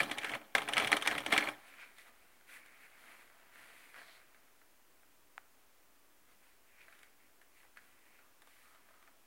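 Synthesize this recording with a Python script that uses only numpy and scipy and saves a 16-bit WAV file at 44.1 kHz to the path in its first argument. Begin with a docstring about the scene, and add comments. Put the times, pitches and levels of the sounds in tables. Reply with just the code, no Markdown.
"""Industrial post-bed sewing machine stitching leather: two short bursts, close by, in a small workshop.
The walking foot knocks, needle bar and linkages clack, gears and feed rattle. All ring the cast frame;
the moving masses shake table and stand. Then the piece is pulled out and turned by hand: leather
sticks and slips in tiny grains, creaks and crackles, with one sharp tick. A steady hush lies beneath."""
import sys
import numpy as np
from scipy import signal
from scipy.fft import rfft, irfft, next_fast_len
from scipy.io import wavfile
from scipy.ndimage import uniform_filter1d

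SR = 44100
rng = np.random.default_rng(int(sys.argv[2]) if len(sys.argv) > 2 else 0)


def wrap_up_sound(samples):
    """Save the sound to the file named by the first command line argument, as 16-bit audio."""
    columns = np.atleast_2d(samples).T
    # keep every value between -1 and 1, then stretch to whole-number steps
    tamed = np.clip(columns, -1, 1)
    steps = np.round(tamed * 32767).astype(np.int16)
    wavfile.write(sys.argv[1], SR, steps)


N = 408366

# spectra: f/Hz, level/dB
AIR_SPECTRUM = [(12, -35.5), (20, -11), (27, -13.5), (53, -15), (158, -22.5), (270, -13.5), (513, -17),
                (642, -15.5), (738, -17), (1190, -16.5), (2320, -19.5), (3160, -22.5), (3840, -25.5),
                (13900, -25), (16000, -21.5)]
RUB_SPECTRUM = [(120, -20), (260, -7), (450, -10), (700, -3.5), (900, -6.5), (1300, -1.5), (1650, -2.5),
                (2100, -3.5), (2800, -9), (4200, -16.5), (5500, -25.5), (16000, -64.5)]
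SKID_SPECTRUM = [(900, -28.5), (1600, -4.5), (2000, 1), (2300, 0), (2550, -4), (2850, -10), (3500, -33),
                 (5000, -38), (16000, -37.5)]
NAP_SPECTRUM = [(1500, -26.5), (3000, 0), (4400, -1.5), (5500, -9), (7000, -6.5), (9200, -1), (11500, -3.5),
                (16000, -11.5)]
SLIP_SPECTRUM = [(200, -44), (700, -22), (1300, 1.5), (1800, 2.5), (2300, -2), (3000, -15), (5000, -19),
                 (16000, -66)]
CREASE_SPECTRUM = [(120, -38), (350, -16), (700, -1.5), (950, -9), (1600, 4), (2200, 1.5), (3000, -10),
                   (4300, -13), (6000, -25.5), (10000, -17), (16000, -35)]
HISS_SPECTRUM = [(3000, -24), (5000, -0.5), (9500, -3), (12500, 1.5), (16000, -0.5)]
GEAR_SPECTRUM = [(250, -36.5), (450, 0.5), (700, 6.5), (880, 0.5), (1080, 5), (1300, -4), (1700, -10),
                 (3000, -38)]
FEED_SPECTRUM = [(700, -27.5), (1300, -5.5), (1700, 2), (2300, -2), (2700, -6.5), (3250, -4.5), (3700, -7),
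                 (4150, -8.5), (4800, -16.5), (7000, -23.5), (9500, -16), (12500, -24.5), (16000, -31.5)]
CLACK_SPECTRUM = [(70, -43), (160, -21.5), (300, -8), (480, -8), (700, -0.5), (1150, -5), (2050, 2),
                  (2650, 0), (3200, -2), (4600, -19.5), (7000, -24), (9800, -15.5), (12500, -30.5),
                  (16000, -38.5)]
KNOCK_SPECTRUM = [(70, -40.5), (160, -22), (300, -19), (480, -15.5), (700, -0.5), (1150, -5), (2050, 6),
                  (2700, -6.5), (3300, -3), (4600, -15), (7000, -19.5), (9500, -15.5), (12500, -28.5),
                  (16000, -32.5)]

# resonances: f/Hz, width/Hz, level/dB
SEAM_MODES = [(3430, 650, -7), (4070, 390, -5)]
LINING_MODES = [(1270, 150, 0.5), (1550, 200, -15.5)]
SQUEAK_MODES = [(2250, 170, -4), (2370, 170, 2.5)]
STAND_MODES = [(95.5, 31, -8), (123, 12, 1.5), (158, 7.1, -9)]
TABLE_MODES = [(220, 24, -5.5), (245, 32, -3), (291, 13, 4.5), (351, 22, -20)]
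GRIND_MODES = [(1653, 210, -3), (1850, 110, -9.5)]
FRAME_MODES = [(303, 8, 9.5), (427, 20, 5.5), (559, 24, 1), (682, 20, -12), (777, 40, -5), (825, 23, 1),
               (1098, 17, -11), (1287, 92, 2), (1724, 22, -4), (1820, 14, -9), (2160, 78, -4.5),
               (2330, 100, 1), (3110, 40, -9), (3336, 54, -4.5), (3400, 16, -10.5), (4260, 50, -0.5),
               (5614, 35, -10.5)]
TICK_MODES = [(780, -9, 0.012), (1390, 1.5, 0.005), (2120, 2.5, 0.0021), (4300, -11, 0.0011),
              (7200, -19, 0.0033)]  # ring of the tick: f/Hz, level/dB, t60/s

# decay of reflections in the workshop and among the machine's parts: f/Hz, t60/s
ROOM_DECAY = [(150, 0.26), (700, 0.83), (2500, 0.29), (10000, 0.27)]
CASING_DECAY = [(150, .02), (900, 0.088), (3000, 0.03), (6000, 0.08), (12000, 0.011)]

# leather through the hands: start/s, end/s, fade/s, relative level/dB, lightness/dB, nap hiss/dB
HAND_STROKES = [(1.565, 1.938, .02, -66, -0.5, -73), (1.66, 1.696, .008, -71, -5, -67),
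                (1.785, 1.86, 0.015, -63, 1, -81), (1.967, 2.04, 0.012, -64.5, 5, -67),
                (2.05, 2.095, .007, -67, -5, -71), (2.076, 2.47, 0.02, -73.5, -1, -80),
                (2.487, 2.593, 0.011, -59, 3.5, -63.5), (2.585, 2.97, 0.018, -67, 2.5, -77),
                (2.804, 2.87, .01, -65.5, 5, -69.5), (2.963, 3.265, .022, -64.5, 0.5, -70),
                (3.067, 3.137, .01, -61.5, 1, -78), (3.29, 3.55, .03, -71.5, -4.5, -79),
                (3.536, 3.742, 0.022, -61, 0, -68.5), (3.72, 3.926, .015, -64.5, 3, -69),
                (3.946, 4.02, 0.016, -57.5, -.5, -65.5), (4.028, 4.192, 0.031, -64.5, 0.5, -70),
                (4.183, 4.55, .05, -78.5, -5, -84), (6.273, 6.36, .015, -76, -2, -77),
                (6.416, 6.52, .018, -73.5, 4, -76), (6.684, 6.8, .025, -77, 8.5, -85),
                (6.786, 7.08, .02, -71, 1.5, -77), (7.19, 7.25, .02, -77, 9, -86.5),
                (7.552, 7.647, 0.016, -75, 10, -72), (7.8, 7.953, 0.019, -73.5, 0, -76.5),
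                (7.98, 8.228, 0.035, -73.5, 3, -79), (8.46, 8.743, 0.023, -73, 4, -73),
                (8.77, 9.1, .025, -79.5, 2.5, -82)]
CREAKS = [(1.787, 1.845, 145, -50.5), (2.492, 2.582, 98, -53), (3.573, 3.627, 130, -53),
          (3.946, 3.993, 140, -45.5), (6.786, 6.832, 77, -58), (6.908, 6.938, 140, -59),
          (7.763, 7.798, 266, -54)]  # taut leather: start/s, end/s, slip rate/Hz, typical peak/dB
# creases snapping, fingers tapping: t/s, relative level/dB, body/dB, hardness/dB
CREASE_SNAPS = [(1.8259, -52, -14, -9), (1.9828, -56.5, 3, 12), (2.0155, -61, -3, 5), (2.538, -59, -2, 13),
                (2.5662, -54, -8, -3), (2.6596, -58, -3, 5), (3.9918, -56, 7, -2), (4.0151, -52.5, 0, -3),
                (4.3452, -60.5, 3, -3), (4.6147, -61.5, 4, -7.5), (5.031, -65, 6.5, -3),
                (6.8813, -55.5, -2, -11.5), (6.9241, -57.5, -1, -2), (6.9499, -66, -10, 13),
                (6.9896, -62.5, -5, 10), (7.0305, -55, -8, 5.5), (7.414, -60, 1, 4), (7.6317, -65, 10, -2),
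                (7.6495, -64.5, 11, 0), (7.7703, -50.5, -3, 0), (8.1885, -61.5, 3, -5), (8.419, -58, 6, 9),
                (8.4718, -59, 15.5, 11), (8.7466, -61, 10, 2), (8.886, -63, 3, -8), (8.9077, -65, 11, 3.5),
                (8.9395, -63.5, 6, -5), (9.0255, -61, 5, 4), (9.0753, -58, 9, -3)]

# narrow-band friction: start/s, end/s, level/dB
SEAM_RASPS = [(1.975, 2.0, -64), (3.99, 4.18, -67)]
LINING_DRAGS = [(8.21, 8.27, -71), (8.64, 8.8, -68.5), (8.86, 9.1, -74.5)]
FINGER_SQUEAKS = [(1.66, 1.76, -62.5), (1.79, 1.845, -52.5), (6.79, 6.83, -60), (8.12, 8.2, -71)]
FEED_GRINDS = [(0.21, 0.305, -46), (1.05, 1.135, -40)]

EFFORT = [(0, 7), (.07, -7.5), (.125, -3.5), (.165, -10), (.26, -9), (.35, -2.5), (.40, -19), (.54, -27),
          (.56, -0.5), (.655, -8.5), (.84, 3.5), (1.0, -8.5), (1.13, 0.5), (1.24, -8.5), (1.35, 4.5),
          (1.485, -0.5), (1.525, -11), (1.6, -29.5)]  # how hard the machine works: t/s, level/dB
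STAND_BOOMS = [
    [(0.01, -47.5), (0.058, -60), (0.162, -64), (0.222, -73), (0.29, -76), (0.316, -63), (0.356, -62.5),
     (0.48, -88), (0.53, -82), (0.54, -76)],
    [(0.54, -73), (0.56, -61.5), (0.732, -67), (0.854, -52.5), (1.056, -74), (1.162, -53.5), (1.308, -70),
     (1.326, -64), (1.464, -65), (1.64, -91)],
]  # low boom, one curve per burst: t/s, level/dB
TABLE_THUMPS = [(0.116, -39.5), (0.78, -41), (0.931, -38.5), (1.285, -43.5), (1.378, -32.5)]  # occasional low table thumps: t/s, peak/dB
# impacts: t/s, relative level/dB, body/dB, hardness/dB, swell/s
LINKAGE_CLACKS = [(0.0308, -36.5, 6.5, 12, .0017), (0.0953, -43, 10, 6.5, .0016),
                  (0.1115, -32.5, -3.5, 2.5, 0.0029), (0.1734, -42.5, 1, -0.5, .0035),
                  (0.1824, -35, -10, 5.5, .0016), (0.2177, -45, -9, -1.5, 0.0013),
                  (0.2317, -41, -1, -2, 0.0017), (0.2438, -33.5, -3, 0, .0023), (0.2692, -48, -3, 0, .0016),
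                  (0.2934, -39, -4, 1.5, .0016), (0.3165, -42.5, 14.5, 16.5, 0.0012),
                  (0.3357, -34.5, 0, -11, .0014), (0.3491, -36.5, 7.5, 2.5, 0.0021),
                  (0.4149, -54, 8.5, -5, 0.0013), (0.5795, -30.5, -1.5, 1.5, 0.0029),
                  (0.6016, -47.5, 1.5, -6, 0.0018), (0.6176, -39, 3.5, 7, .0016),
                  (0.6762, -38.5, 2.5, -3.5, 0.0019), (0.6862, -31.5, 2, 4, .0018),
                  (0.7254, -41.5, -4, 0, 0.0012), (0.7338, -29.5, -13.5, 3.5, 0.0014),
                  (0.7678, -25.5, -2.5, -3.5, 0.0014), (0.7981, -29.5, -2.5, 1.5, 0.0018),
                  (0.8091, -36.5, -3, -5.5, .003), (0.8209, -33.5, 7, 2, .0016),
                  (0.8444, -31.5, -2, 2.5, 0.0024), (0.871, -31.5, -12.5, 7.5, 0.0024),
                  (0.9168, -26, 6, 9, 0.0014), (0.9655, -30, 4.5, 8.5, 0.0025),
                  (1.0122, -42, -2, 3.5, 0.0019), (1.0224, -33.5, 4, 9.5, 0.0014),
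                  (1.0603, -33, 2.5, 0, .0016), (1.1115, -34.5, -6, -3, 0.0015),
                  (1.1226, -38, 10.5, 1, 0.0015), (1.1505, -36, 4.5, -2, 0.0014),
                  (1.178, -32, -8.5, 6, 0.0032), (1.2031, -43, 7.5, 9.5, 0.0017),
                  (1.2612, -32.5, 0, 6, 0.0021), (1.3211, -31.5, 1, 2.5, 0.0014),
                  (1.335, -28.5, 1.5, 2, 0.0013), (1.3626, -29, -1.5, -6.5, 0.0017),
                  (1.4064, -36.5, -14, -1, .0016), (1.424, -35, -22, -10, .0016),
                  (1.4364, -43.5, -1.5, 10, 0.002), (1.472, -35, 0, -9.5, 0.0016),
                  (1.486, -36.5, -3, 1, 0.0017)]
FOOT_KNOCKS = [(0.0016, -30, 2, -5, .0022), (0.55, -24.5, 0, 0, .0018), (0.7789, -27.5, 1.5, 1.5, .0016),
               (0.9277, -23.5, 0.5, -5.5, .0015), (1.073, -27.5, -6, 2, .0018),
               (1.3245, -26.5, 3.5, 1, .0015), (1.3769, -25.5, -18, 0.5, .0019)]


def amp(db):
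    """Decibels to gain."""
    return 10 ** (np.asarray(db) / 20)


def unit(x):
    """Scale to rms 1."""
    return x / np.sqrt(np.mean(x ** 2) + 1e-20)


def along(points, hz):
    """Interpolate (f/Hz, value) points on a log axis."""
    freqs, values = np.transpose(points)
    return np.interp(np.log(hz + 1), np.log(freqs + 1), values)


def add(track, t_s, sound):
    """Mix sound into track at t_s."""
    part = track[max(round(t_s * SR), 0):][:len(sound)]
    part += sound[:len(part)]


def curve_gain(points):
    """Gain per sample from (t/s, level/dB) points; zero outside them."""
    times, db = np.transpose(points)
    first, last = np.clip([round(times[0] * SR), round(times[-1] * SR)], 0, N)
    return np.pad(amp(np.interp(np.arange(first, last) / SR, times, db)), (first, N - last))


def stroke_gain(rows, release_ratio=1.36):
    """Gain per sample from (start/s, end/s, fade/s, level/dB) rows; release slower than attack."""
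    t = np.arange(0, N, 64) / SR
    step = lambda t_s, fade_s: (1 + np.tanh((t - t_s) / fade_s / 2)) / 2
    power = sum((amp(db) * step(start, fade) * (1 - step(end, release_ratio * fade))) ** 2
                for start, end, fade, db in rows)
    return np.interp(np.arange(N) / SR, t, np.sqrt(power))


def filtered(x, response):
    """Apply a frequency response."""
    size = next_fast_len(len(x) + SR // 2)
    return irfft(rfft(x, size) * response(np.fft.rfftfreq(size, 1 / SR)), size)[:len(x)]


def coloured(x, spectrum):
    """Shape by (f/Hz, level/dB) points; rms 1."""
    return unit(filtered(x, lambda hz: amp(along(spectrum, hz))))


def patchy(x, depth_db):
    """Shifting contact points favour different resonances from moment to moment; rms 1."""
    z = signal.stft(x, nperseg=256)[2]
    field = uniform_filter1d(rng.standard_normal(z.shape), size=3, axis=0)
    field = uniform_filter1d(field, size=6, axis=1)
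    return unit(signal.istft(z * amp(depth_db * unit(field)), nperseg=256)[1][:N])


def ringing(hz, t60_s):
    """One decaying mode."""
    t = np.arange(SR // 2) / SR
    return np.sin(2 * np.pi * hz * t) * amp(-60 * t / t60_s)


def resonate(x, modes):
    """Drive a bank of damped resonances."""
    t = np.arange(SR // 3) / SR
    response = sum(amp(db) * 2 * np.pi * width / SR * np.exp(-np.pi * width * t)
                   * np.cos(2 * np.pi * hz * t) for hz, width, db in modes)
    response[0] /= 2
    return signal.oaconvolve(x, response)[:N]


def echoes(decay, size=SR // 2):
    """Diffuse tail with frequency-dependent t60; energy 1."""
    hz, t, z = signal.stft(rng.standard_normal(size), SR, nperseg=128)
    tail = signal.istft(z * amp(-60 * t / along(decay, hz)[:, None]), SR, nperseg=128)[1]
    return tail / np.linalg.norm(tail)


def room(x, wet_db, delay_s=.004):
    """Add workshop reverberation."""
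    tail = np.pad(echoes(ROOM_DECAY), (round(delay_s * SR), 0))
    return x + amp(wet_db) * signal.fftconvolve(x, tail)[:N]


def pulse(spectrum, body_db=0, hardness_db=0, size=2048):
    """Minimum-phase click. Body lifts the lows; hardness the 3 kHz clink and the treble."""
    hz = np.fft.rfftfreq(size, 1 / SR)
    clink_db, treble_db = 1.15 * hardness_db, 1.09 * hardness_db
    lift = [(1150, body_db), (1600, 0), (2650, 0), (3000, clink_db), (3550, clink_db),
            (4200, 0), (5500, treble_db)]
    cepstrum = irfft(np.log(amp(along(spectrum, hz) + along(lift, hz))))
    cepstrum[1:size // 2] *= 2
    cepstrum[size // 2 + 1:] = 0
    return irfft(np.exp(rfft(cepstrum)))


def grains(rate_hz, spread_db=0):
    """Tiny contacts at random times; rms 1."""
    chance, size = rng.random(N), rng.uniform(-1, 1, N)
    hits = np.flatnonzero(chance < rate_hz / SR)
    track = np.zeros(N)
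    track[hits] = np.sign(size[hits]) * amp(spread_db * np.sqrt(12) * np.abs(size[hits]))
    return unit(track)


def chatter(swell_s, size=2048):
    """Burst of micro-contacts that swells and dies; energy 1."""
    age = np.arange(size) / SR / swell_s
    envelope = age * np.exp(-age)
    z = rfft(rng.standard_normal(size) * envelope)
    burst = irfft(z / (np.abs(z) + 1e-12)) * envelope
    return burst / np.linalg.norm(burst)


def contacts(rows, spectrum, blow, scatter_db, rms_window_s=.007):
    """Impacts: chatter, a clean blow at its peak, close reflections."""
    track = np.zeros(N)
    for t_s, db, body_db, hardness_db, swell_s in rows:
        force = chatter(swell_s, size=4096)
        force[round(swell_s * SR)] += blow
        add(force, swell_s, amp(scatter_db) * echoes(CASING_DECAY, size=4096))
        hit = signal.fftconvolve(force, pulse(spectrum, body_db, hardness_db))
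        add(track, t_s, amp(db) * hit * np.sqrt(rms_window_s * SR / np.sum(hit ** 2)))
    return track


def stray_taps(spectrum, swell_s, rate_hz, spread_db):
    """Small impacts at random times; rms 1."""
    hits = grains(rate_hz, spread_db)
    tap = signal.fftconvolve(chatter(swell_s), pulse(spectrum))
    return unit(signal.oaconvolve(hits, tap)[:N])


def friction_note(rows, modes, fade_s=.011, rate_hz=1500, spread_db=2):
    """Slides whose grains excite narrow resonances."""
    gain = stroke_gain([(start, end, fade_s, db) for start, end, db in rows])
    return gain * unit(resonate(grains(rate_hz, spread_db), modes))


def workshop_air():
    """Steady hush."""
    return amp(-67.5) * coloured(rng.standard_normal(N), AIR_SPECTRUM)


def tick(t_s=5.3793, peak_db=-31.5, highpass_hz=550):
    """Sharp tick: neighbouring modes start in antiphase; so small a source radiates no bass."""
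    track = np.zeros(N)
    click = sum((-1) ** k * amp(db) * ringing(hz, t60) for k, (hz, db, t60) in enumerate(TICK_MODES))
    click = signal.sosfilt(signal.butter(2, highpass_hz, "highpass", fs=SR, output="sos"), click)
    add(track, t_s, amp(peak_db) * click / np.abs(click).max())
    return room(track, wet_db=-20)


def creaks(jitter=.17, spread_db=1.27):
    """Taut leather lets go in uneven trains of short, damped slips."""
    track, slip = np.zeros(N), pulse(SLIP_SPECTRUM)
    for start, end, rate_hz, db in CREAKS:
        gaps, sizes = rng.standard_normal((2, 40))
        times = start + np.cumsum(np.exp(jitter * gaps) / rate_hz) - 1 / rate_hz
        for t_s, size in zip(times[times < end], sizes):
            add(track, t_s, amp(db + spread_db * size) * slip / np.abs(slip).max())
    return track


def creases(rub_gain, swell_s=.0015):
    """Small creases crackle during each stroke; single snaps and finger taps stand out."""
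    crackle = amp(-6) * rub_gain * stray_taps(CREASE_SPECTRUM, swell_s, rate_hz=22, spread_db=6.5)
    snaps = [(*row, swell_s) for row in CREASE_SNAPS]
    return crackle + amp(-1) * contacts(snaps, CREASE_SPECTRUM, blow=.06, scatter_db=-3)


def leather():
    """Stick-slip: a firm touch rubs, a light one skids; seam rasps, lining drags, fingers squeak."""
    rub_gain = stroke_gain([(*timing, db - light) for *timing, db, light, _ in HAND_STROKES])
    skid_gain = stroke_gain([(*timing, db + light) for *timing, db, light, _ in HAND_STROKES])
    nap_gain = stroke_gain([(*timing, nap_db) for *timing, _, _, nap_db in HAND_STROKES])
    rub = amp(-.5) * rub_gain * patchy(coloured(grains(1300), RUB_SPECTRUM), depth_db=1.5)
    skid = amp(-2) * skid_gain * patchy(coloured(grains(1200, .5), SKID_SPECTRUM), depth_db=1.5)
    nap = amp(1) * nap_gain * coloured(grains(9000, 3), NAP_SPECTRUM)
    rasp = friction_note(SEAM_RASPS, SEAM_MODES)
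    drag = friction_note(LINING_DRAGS, LINING_MODES)
    squeak = friction_note(FINGER_SQUEAKS, SQUEAK_MODES)
    return room(rub + skid + nap + rasp + drag + squeak + creases(rub_gain) + creaks(), wet_db=-9.5)


def agitation(shake_db=33.5, t60_s=.21):
    """Motion of the machine's parts: running effort plus a dying shake after each knock."""
    shake, t = np.zeros(N), np.arange(SR // 2) / SR
    for t_s, db, body_db, *_ in FOOT_KNOCKS:
        add(shake, t_s, amp(shake_db + db + body_db - 60 * t / t60_s))
    return np.hypot(curve_gain(EFFORT), shake)


def stand_boom():
    """The moving masses shake the stand's low modes."""
    gain = sum(curve_gain(burst) for burst in STAND_BOOMS)
    spectrum = [(40, -2.5), (75, -3.5), (100, -3.5), (160, -2), (300, -16)]
    return gain * coloured(resonate(grains(320), STAND_MODES), spectrum)


def table_drum(motion, lag_s=.007, thump_hz=305.4, t60_s=.081):
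    """The heavy table follows the motion late; occasional low thumps ring near 305 Hz."""
    t = np.arange(N) / SR
    sway = np.interp(t - lag_s, t, motion, left=0) ** .76
    spectrum = [(90, -27), (200, -3), (350, 2), (900, -19.5)]
    track = amp(-51.5) * sway * coloured(resonate(grains(550, 8), TABLE_MODES), spectrum)
    for t_s, db in TABLE_THUMPS:
        add(track, t_s, amp(db) * ringing(thump_hz, t60_s))
    return track


def drive_rattle(motion):
    """Loose parts tap with the effort; gears and feed rattle with the motion."""
    taps = stray_taps(CLACK_SPECTRUM, swell_s=.0025, rate_hz=34, spread_db=1)
    loose = amp(-53) * curve_gain(EFFORT) * taps
    gears = amp(-48) * motion * coloured(grains(950, 5), GEAR_SPECTRUM)
    feed = amp(-47) * motion * patchy(coloured(grains(2500, 1.5), FEED_SPECTRUM), depth_db=4)
    return loose + gears + feed


def sewing_machine():
    """The foot strikes, needle bar and linkages take up play; these and the drive ring the frame."""
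    knocks = amp(1.5) * contacts(FOOT_KNOCKS, KNOCK_SPECTRUM, blow=.78, scatter_db=-1)
    clacks = amp(-1.5) * contacts(LINKAGE_CLACKS, CLACK_SPECTRUM, blow=0, scatter_db=.5)
    motion = agitation()
    metal = knocks + clacks + drive_rattle(motion)
    frame = amp(-1.5) * resonate(metal, FRAME_MODES)
    rumble = stand_boom() + table_drum(motion)
    hiss = amp(-60) * motion ** .55 * coloured(rng.standard_normal(N), HISS_SPECTRUM)
    grind = friction_note(FEED_GRINDS, GRIND_MODES, fade_s=.005, rate_hz=1000, spread_db=6)
    return room(metal + frame + grind, wet_db=-19.5) + rumble + hiss


def scene():
    """Machine and handling over the workshop hush; mono."""
    return (sewing_machine() + leather() + tick() + workshop_air())[None]


def record(dry):
    """Brick-wall low-pass and a tiny DC offset."""
    cutoff_hz, offset = 15850, -.0005
    return filtered(dry[0], lambda hz: hz < cutoff_hz)[None] + offset


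dry = scene()
out = record(dry)
wrap_up_sound(out)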